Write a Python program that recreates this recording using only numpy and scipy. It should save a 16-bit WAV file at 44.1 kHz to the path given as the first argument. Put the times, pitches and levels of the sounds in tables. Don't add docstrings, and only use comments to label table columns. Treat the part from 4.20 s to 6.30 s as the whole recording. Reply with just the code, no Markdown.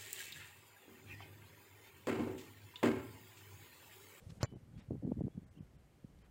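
import sys
import numpy as np
from scipy import signal
from scipy.fft import rfft, irfft
from scipy.io import wavfile

SR = 44100
rng = np.random.default_rng(int(sys.argv[2]) if len(sys.argv) > 2 else 0)


def decibels_to_gain(level_db):
    exponent = np.asarray(level_db, float) / 20
    return 10 ** exponent


def store_wav(level_fs):
    pcm = np.round(np.clip(np.atleast_2d(level_fs), -1, 1) * 32767)
    wavfile.write(sys.argv[1], SR, pcm.T.astype(np.int16))


N = 92610

# (start [s], length [s], level [dB], brightness [Hz])
BRUSHES = [
    (-.05, 0.24, -76.5, 10600),
    (0.088, 0.036, -71, 5360),
    (0.1, 0.0087, -63, 5200),
    (0.207, 0.034, -54.5, 2200),
    (0.214, 0.016, -62.5, 7040),
    (0.303, 0.0097, -80, 5900),
    (0.576, 0.048, -68, 3530),
    (0.628, 0.016, -78.5, 3500),
    (2.016, 0.052, -73.5, 2550),
]
# (time [s], level [dB], pitch [Hz])
STALKS = [
    (.1045, -52, 3300),
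    (.209, -39, 1200),
    (.582, -53, 1600),
    (.598, -56, 1500),
    (.623, -54, 1600),
    (.646, -52, 2000),
    (1.99, -55, 3300),
    (2.0455, -52, 1600),
]
BLADES_PER_S, STALK_S = 9200, .0015
# (frequency [Hz], density [dB per Hz])
HUSH_SPECTRUM = [(100, -0.5), (250, -2), (500, -6), (1000, -15), (2000, -17.5), (4000, -25.5), (8000, -28),
                 (15000, -32.5)]
HUSH_DB, HUSH_PATCHY_DB = -73, .7
# (end [s], pitch [Hz], level [dB])
ENGINE = (0.27, 487, -70)

# (start [s], length [s], level [dB rms], eddy pitch [Hz])
GUSTS = [(0.023, 0.022, -54, 104), (.05, .05, -64, 100), (0.091, 0.044, -54, 147),
         (0.275, 0.029, -61.5, 115), (0.317, .055, -54.5, 248.8), (.526, 0.023, -58, 170),
         (0.555, 0.041, -51, 150.6), (.705, 0.066, -48, 262.5), (0.787, 0.038, -64.5, 116),
         (0.821, 0.088, -48, 261), (.964, 0.035, -55, 221), (1.003, .02, -54.5, 261),
         (1.035, .05, -50, 240.9), (1.143, 0.055, -57.5, 199), (1.291, 0.034, -59, 100),
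         (1.364, 0.047, -56.5, 180), (1.95, 0.045, -64, 119), (0.376, 0.069, -62.5, 130.2)]
# (time [s], peak [dB], pitch [Hz])
POPS = [(0.0682, -39.5, 85), (0.1029, -41.6, 151), (0.1235, -41.5, 109), (0.2084, -40.5, 139),
        (0.328, -45.5, 210), (0.3365, -43, 235), (0.3608, -40, 175), (0.3701, -41, 130), (0.5707, -42, 128),
        (0.6879, -38.5, 108), (0.7073, -43, 83.4), (0.7091, -29.5, 310), (0.718, -31.5, 126),
        (0.732, -37, 210), (0.7445, -38.5, 137), (0.7498, -46.5, 250), (0.7536, -36, 292),
        (0.7655, -45, 126), (0.7802, -39.5, 118), (0.7989, -42.5, 90), (0.8359, -33, 253),
        (0.8426, -35.5, 210), (0.8483, -47.5, 84), (0.8513, -27.5, 165), (0.8573, -34, 195),
        (0.8639, -39, 228), (0.8693, -36, 258), (0.8767, -29, 232), (0.8896, -43, 85), (0.8922, -31, 210),
        (0.9003, -41, 193), (0.9163, -34, 288), (0.9203, -23, 249), (0.9223, -39, 494), (0.9254, -36, 164),
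        (0.9324, -41, 92), (0.941, -45, 180), (0.9591, -41, 128), (0.9693, -43, 193), (0.9734, -31, 176),
        (0.9771, -35.5, 84), (0.9825, -33.9, 224), (0.9903, -31, 99), (0.9952, -45, 178),
        (1.0086, -32.5, 430), (1.0115, -26.5, 178), (1.0157, -46.5, 86), (1.0179, -30.5, 240),
        (1.0415, -31.5, 178), (1.0458, -36, 248), (1.0502, -28.5, 120), (1.0567, -42, 246),
        (1.0705, -28.5, 208), (1.0783, -51, 139), (1.0814, -34.5, 298), (1.1563, -42.5, 151),
        (1.1699, -43.6, 138), (1.179, -32.5, 164), (1.1839, -40, 173), (1.4075, -38, 149)]
# (time [s], peak [dB], pitch [Hz])
WISPS = [(0.03, -49.5, 107), (0.171, -49, 170), (.18, -46.5, 148), (0.3242, -45.5, 364), (0.353, -48, 360),
         (.7215, -35.5, 333), (0.7417, -40.5, 295), (.826, -41.5, 372), (0.832, -46, 303),
         (.888, -36.5, 260), (0.912, -44, 382), (.992, -46, 403), (1.15, -45, 196), (1.19, -46, 176),
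         (1.195, -50, 178), (1.221, -45.5, 149), (1.232, -49, 239), (1.245, -47.5, 99), (1.261, -50.5, 113),
         (1.365, -54.5, 220), (1.389, -45.5, 235), (1.428, -43.5, 116), (1.552, -50.5, 107),
         (1.566, -50, 123), (1.8476, -38, 159)]
# (time [s], peak [dB], pitch [Hz])
CRACKLES = [(.7075, -41.5, 500), (0.712, -48, 610), (.732, -54, 620), (.756, -51, 560), (.868, -52.5, 555),
            (.8755, -45.5, 470), (0.9189, -35.5, 550), (.9925, -47, 560), (1.018, -48.5, 540),
            (1.046, -58, 500), (1.0676, -47.5, 470), (1.0812, -48.5, 620), (1.177, -51, 436),
            (.337, -52, 550), (.366, -52, 520), (.325, -52.5, 600), (1.844, -48, 330), (0.8504, -39, 396)]
# (time [s], level [dB])
BREEZE = [(0.0, -71), (0.2, -64.5), (0.42, -63.5), (0.55, -60.5), (0.67, -65.5), (0.88, -63.5),
          (1.1, -63.5), (1.32, -66), (1.58, -68.5), (1.8, -67.5), (2.1, -62)]
EDDIES_PER_CYCLE, EDDY_CYCLES, EDDY_SPREAD_OCT, EDDY_SPREAD_DB = 1.05, 0.53, 0.4, 5
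EDDY_TILT_DB_PER_OCT, GUST_EDGE_S = -11, .005
BREEZE_HZ, BREEZE_LUMP_DB = 170, 2
RUMBLE_DB, RUMBLE_HZ, MIC_CUT_HZ = -70, 68, 62

# (pitch [Hz], level [dB], t60 [s])
PANELS = [(559, -35, 0.011), (1110, -46.5, 0.0067), (830, -46.5, 0.017), (1428, -43.5, 0.015),
          (1930, -53, .02), (2880, -26.5, 0.0035), (4340, -36, 0.0059), (5010, -37, 0.0057),
          (5820, -42.5, 0.0097), (8000, -44.5, 0.005), (12100, -48, 0.0029)]
# (delay [s], level [dB], highest mode reached [Hz])
SNAPS = [
    (.00019, 0, 16000),
    (.0016, -11, 16000),
    (.0033, 3, 1500),
    (.0146, 3, 700),
]
# (pitch [Hz], level [dB], t60 [s])
FLIGHT = [(3009, -72, 1.2), (3034, -76, .5), (3402, -65, .15), (2286, -64, .2), (4673, -67, .15),
          (2810, -69, .16), (3973, -68, .15)]
# (pitch [Hz], level [dB])
BUZZ = [(1100, -45), (1590, -75), (1850, -50), (2092, -60), (2362, -52), (4102, -62), (4452, -56),
        (5206, -50.5), (5437, -64), (6016, -52), (6190, -63), (6480, -52.5), (6880, -55), (7171, -46)]
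KICK_S = .23058
SLAP_DB, SLAP_LEAD_S, SLAP_S = -29, .0001, .0008
SQUASH_HZ, SQUASH_DB, SQUASH_HOLD_S = 114, -26.5, 0.016
BUZZ_S, BUZZ_T60_S, SHAKE_S = .027, .075, .004
PUFF_DB, PUFF_HZ = -49, 2200

# (start [s], length [s], level [dB], start pitch [Hz], end pitch [Hz])
CHIRPS = [
    (0.552, 0.017, -78.5, 3350, 3300),
    (1.111, 0.043, -84, 3350, 3420),
    (1.158, 0.087, -94, 3340, 3550),
    (1.3345, 0.012, -81, 3500, 2490),
    (1.355, 0.016, -79, 2750, 2780),
    (1.372, 0.012, -75, 2820, 3260),
    (1.382, 0.014, -77, 3220, 2500),
]

# (time [s], lost above [Hz], kept strip [Hz], kept strip [Hz])
DROPOUTS = [(.277, 4800, 8800, 9200), (.348, 3300, 5500, 7400), (.615, 4000, 4900, 5500),
            (.852, 3200, 5500, 8100), (1.02, 3600, 5700, 8900), (1.256, 2800, 6300, 8800),
            (1.3, 2300, 4800, 8200), (1.402, 3400, 7500, 4800), (1.576, 4200, 7500, 8300),
            (2.035, 2800, 4500, 5100)]
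DROPOUT_S, DROPOUT_DEPTH, STRIP_HZ, STRIP_LIFT = .018, .9, 45, 1.2
SQUASH_CUT_HZ, SQUASH_GAP_HZ, TOP_HZ = 7800, 3250, 15900


def rms_one(x):
    return x / np.sqrt(np.mean(x ** 2) + 1e-20)


def butter(x, hz, kind, order=2):
    return signal.sosfilt(signal.butter(order, hz, kind, fs=SR, output="sos"), x)


def drift(rate_hz):
    r = np.exp(-2 * np.pi * rate_hz / SR)
    return rms_one(signal.lfilter([1], [1, -2 * r, r * r], rng.standard_normal(N + SR))[SR:])


def click(s, db):
    return (np.arange(N) == int(s * SR)) * decibels_to_gain(db) + 1e-18


def ring(x, hz, t60_s):
    r = decibels_to_gain(-60 / (t60_s * SR))
    w = 2 * np.pi * hz / SR
    return signal.lfilter([0, np.sin(w)], [1, -2 * r * np.cos(w), r * r], x)


def gate(start_s, length_s, edge_s):
    t = np.arange(N) / SR
    inside_s = np.minimum(t - start_s, start_s + length_s - t)
    return np.sin(np.pi / 2 * np.clip(inside_s / edge_s + .5, 0, 1)) ** 2


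def grass():
    out = np.zeros(N)
    for s, length_s, db, hz in BRUSHES:
        blades = rng.standard_normal(N) * (.5 + 4.4 * (rng.random(N) < BLADES_PER_S / SR))
        swish = rms_one(butter(butter(blades, hz, "low"), 320, "high"))
        out += decibels_to_gain(db) * swish * gate(s, length_s, min(length_s / 2, .03))
    for s, db, hz in STALKS:
        tear = rng.standard_normal(N) * gate(s - STALK_S / 2, STALK_S, STALK_S / 2) * decibels_to_gain(db - 10)
        out += butter(tear + click(s, db + 8), [hz * .5, hz * 1.7], "band")
    return out


def hush():
    out = 0
    edges_hz = 100 * 2 ** np.arange(0, 7.6, .5)
    white = rng.standard_normal((2, N))
    hz, db = np.transpose(HUSH_SPECTRUM)
    for k, (low, high) in enumerate(zip(edges_hz, edges_hz[1:])):
        level_db = np.interp(np.log(low * high) / 2, np.log(hz), db)
        band = butter(white[k % 2], [low, high], "band")
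        out = out + decibels_to_gain(level_db + HUSH_PATCHY_DB * drift(8.6)) * band
    return decibels_to_gain(HUSH_DB) * out / np.std(butter(out, 300, "high"))


def engine():
    end_s, hz, db = ENGINE
    return decibels_to_gain(db) * rms_one(ring(rng.standard_normal(N), hz, 0.013)) * gate(-.1, end_s + 0.088, 0.071)


def add_eddy(out, s, db, hz, phase):
    n = np.arange(max(int((s - 2.5 / hz) * SR), 0), min(int((s + 2.5 / hz) * SR), N))
    cycles = (n / SR - s) * hz
    out[n] += decibels_to_gain(db) * np.sin(2 * np.pi * cycles + phase) / (1 + (cycles / EDDY_CYCLES) ** 2) ** 2


def gust(s, length_s, hz):
    out = np.zeros(N)
    draws = np.clip(rng.standard_normal((40, 4)), -1.6, 1.6)
    for k, (late, size, pitch, phase) in enumerate(draws):
        when_s = s + (k + 0.32 * late) / (hz * EDDIES_PER_CYCLE)
        octaves = EDDY_SPREAD_OCT * pitch
        if when_s < s + length_s:
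            db = EDDY_SPREAD_DB * size + EDDY_TILT_DB_PER_OCT * octaves
            add_eddy(out, when_s, db, hz * 2 ** octaves, 3 * phase)
    out *= gate(s, length_s, GUST_EDGE_S)
    return out / np.sqrt(np.sum(out ** 2) / (length_s * SR) + 1e-12)


def wind():
    out = np.zeros(N)
    for s, length_s, db, hz in GUSTS:
        out += decibels_to_gain(db) * gust(s, length_s, hz)
    for s, db, hz in list(POPS) + list(WISPS) + list(CRACKLES):
        add_eddy(out, s, db, hz, 0)
    s, db = np.transpose(BREEZE)
    breeze = rms_one(butter(rng.standard_normal(N), BREEZE_HZ, "low", order=3))
    out += breeze * decibels_to_gain(np.interp(np.arange(N) / SR, s, db) + BREEZE_LUMP_DB * drift(4.9))
    rumble = decibels_to_gain(RUMBLE_DB) * rms_one(butter(rng.standard_normal(N), [32, RUMBLE_HZ], "band"))
    return butter(out, MIC_CUT_HZ, "high", order=3) + rumble


def impact():
    t = np.arange(N) / SR - KICK_S
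    slap = np.sin(np.pi * np.clip((t + SLAP_LEAD_S) / SLAP_S, 0, 1)) ** 2
    t = np.maximum(t, 0)
    squash = np.sin(2 * np.pi * SQUASH_HZ * t) * np.exp(-(t / SQUASH_HOLD_S) ** 3)
    return decibels_to_gain(SLAP_DB) * slap - decibels_to_gain(SQUASH_DB) * squash


def panels():
    out = np.zeros(N)
    luck_db = rng.normal(0, 1.5, (len(SNAPS), len(PANELS)))
    for k, (hz, db, t60_s) in enumerate(PANELS):
        hits = click(KICK_S, 0)
        for j, (delay_s, snap_db, top_hz) in enumerate(SNAPS):
            if hz < top_hz:
                hits = hits + click(KICK_S + delay_s, snap_db + luck_db[j, k])
        out += decibels_to_gain(db) * ring(hits, hz, t60_s)
    flight = sum(ring(click(KICK_S, db), hz, t60_s) for hz, db, t60_s in FLIGHT)
    return out + flight * gate(KICK_S - .1, .235, .09)


def skin():
    t = np.maximum(np.arange(N) / SR - KICK_S, 0)
    out = np.zeros(N)
    for hz, db in BUZZ:
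        shake = rng.standard_normal(N) * gate(KICK_S, SHAKE_S, SHAKE_S / 2) + 1e-18
        mode = ring(shake, hz, BUZZ_T60_S)
        out += decibels_to_gain(db) * mode / abs(mode).max()
    puff = butter(butter(rng.standard_normal(N), PUFF_HZ, "low", order=4), 200, "high")
    out += decibels_to_gain(PUFF_DB - 230 * t) * rms_one(puff)
    return out * gate(KICK_S + .001, BUZZ_S, .006)


def kick():
    return impact() + panels() + skin()


def birds():
    t = np.arange(N) / SR
    out = np.zeros(N)
    for s, length_s, db, start_hz, end_hz in CHIRPS:
        hz = np.interp(t, [s, s + length_s], [start_hz, end_hz])
        out += decibels_to_gain(db + 1.5) * gate(s, length_s, 0.0047) * np.sin(2 * np.pi * np.cumsum(hz) / SR)
    return out


def scene():
    return (grass() + hush() + engine() + wind() + kick() + birds())[None]


def low_pass(x):
    return signal.sosfilt(signal.butter(12, 16460, fs=SR, output="sos"), x)


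def record(dry):
    hz = np.arange(N // 2 + 1) * SR / N
    dry = irfft(rfft(dry) * (1 + .15 * (abs(hz - 8000) < 1500)), N)
    out = dry.copy()
    for s, above_hz, *kept_hz in DROPOUTS:
        kept_hz = list(kept_hz) + list(rng.uniform(above_hz, 12000, 4))
        outside = np.all([abs(hz - k) > STRIP_HZ for k in kept_hz], axis=0)
        lost = (hz > above_hz) * np.where(outside, DROPOUT_DEPTH, -STRIP_LIFT)
        piece = irfft(rfft(dry * gate(s - .014, .028, .008)) * lost, N)
        out -= piece * gate(s - DROPOUT_S / 2, DROPOUT_S, .016)
    lost = (hz > SQUASH_CUT_HZ) | (abs(hz - SQUASH_GAP_HZ) < 680)
    after = dry * gate(KICK_S + .0022, .03, .001)
    out -= irfft(rfft(after) * lost, N) * gate(KICK_S + .0022, .023, .002)
    out = signal.sosfilt(signal.cheby2(10, 50, TOP_HZ * 1.04, fs=SR, output="sos"), out)
    return low_pass(out)


dry = scene()
out = record(dry)
store_wav(out)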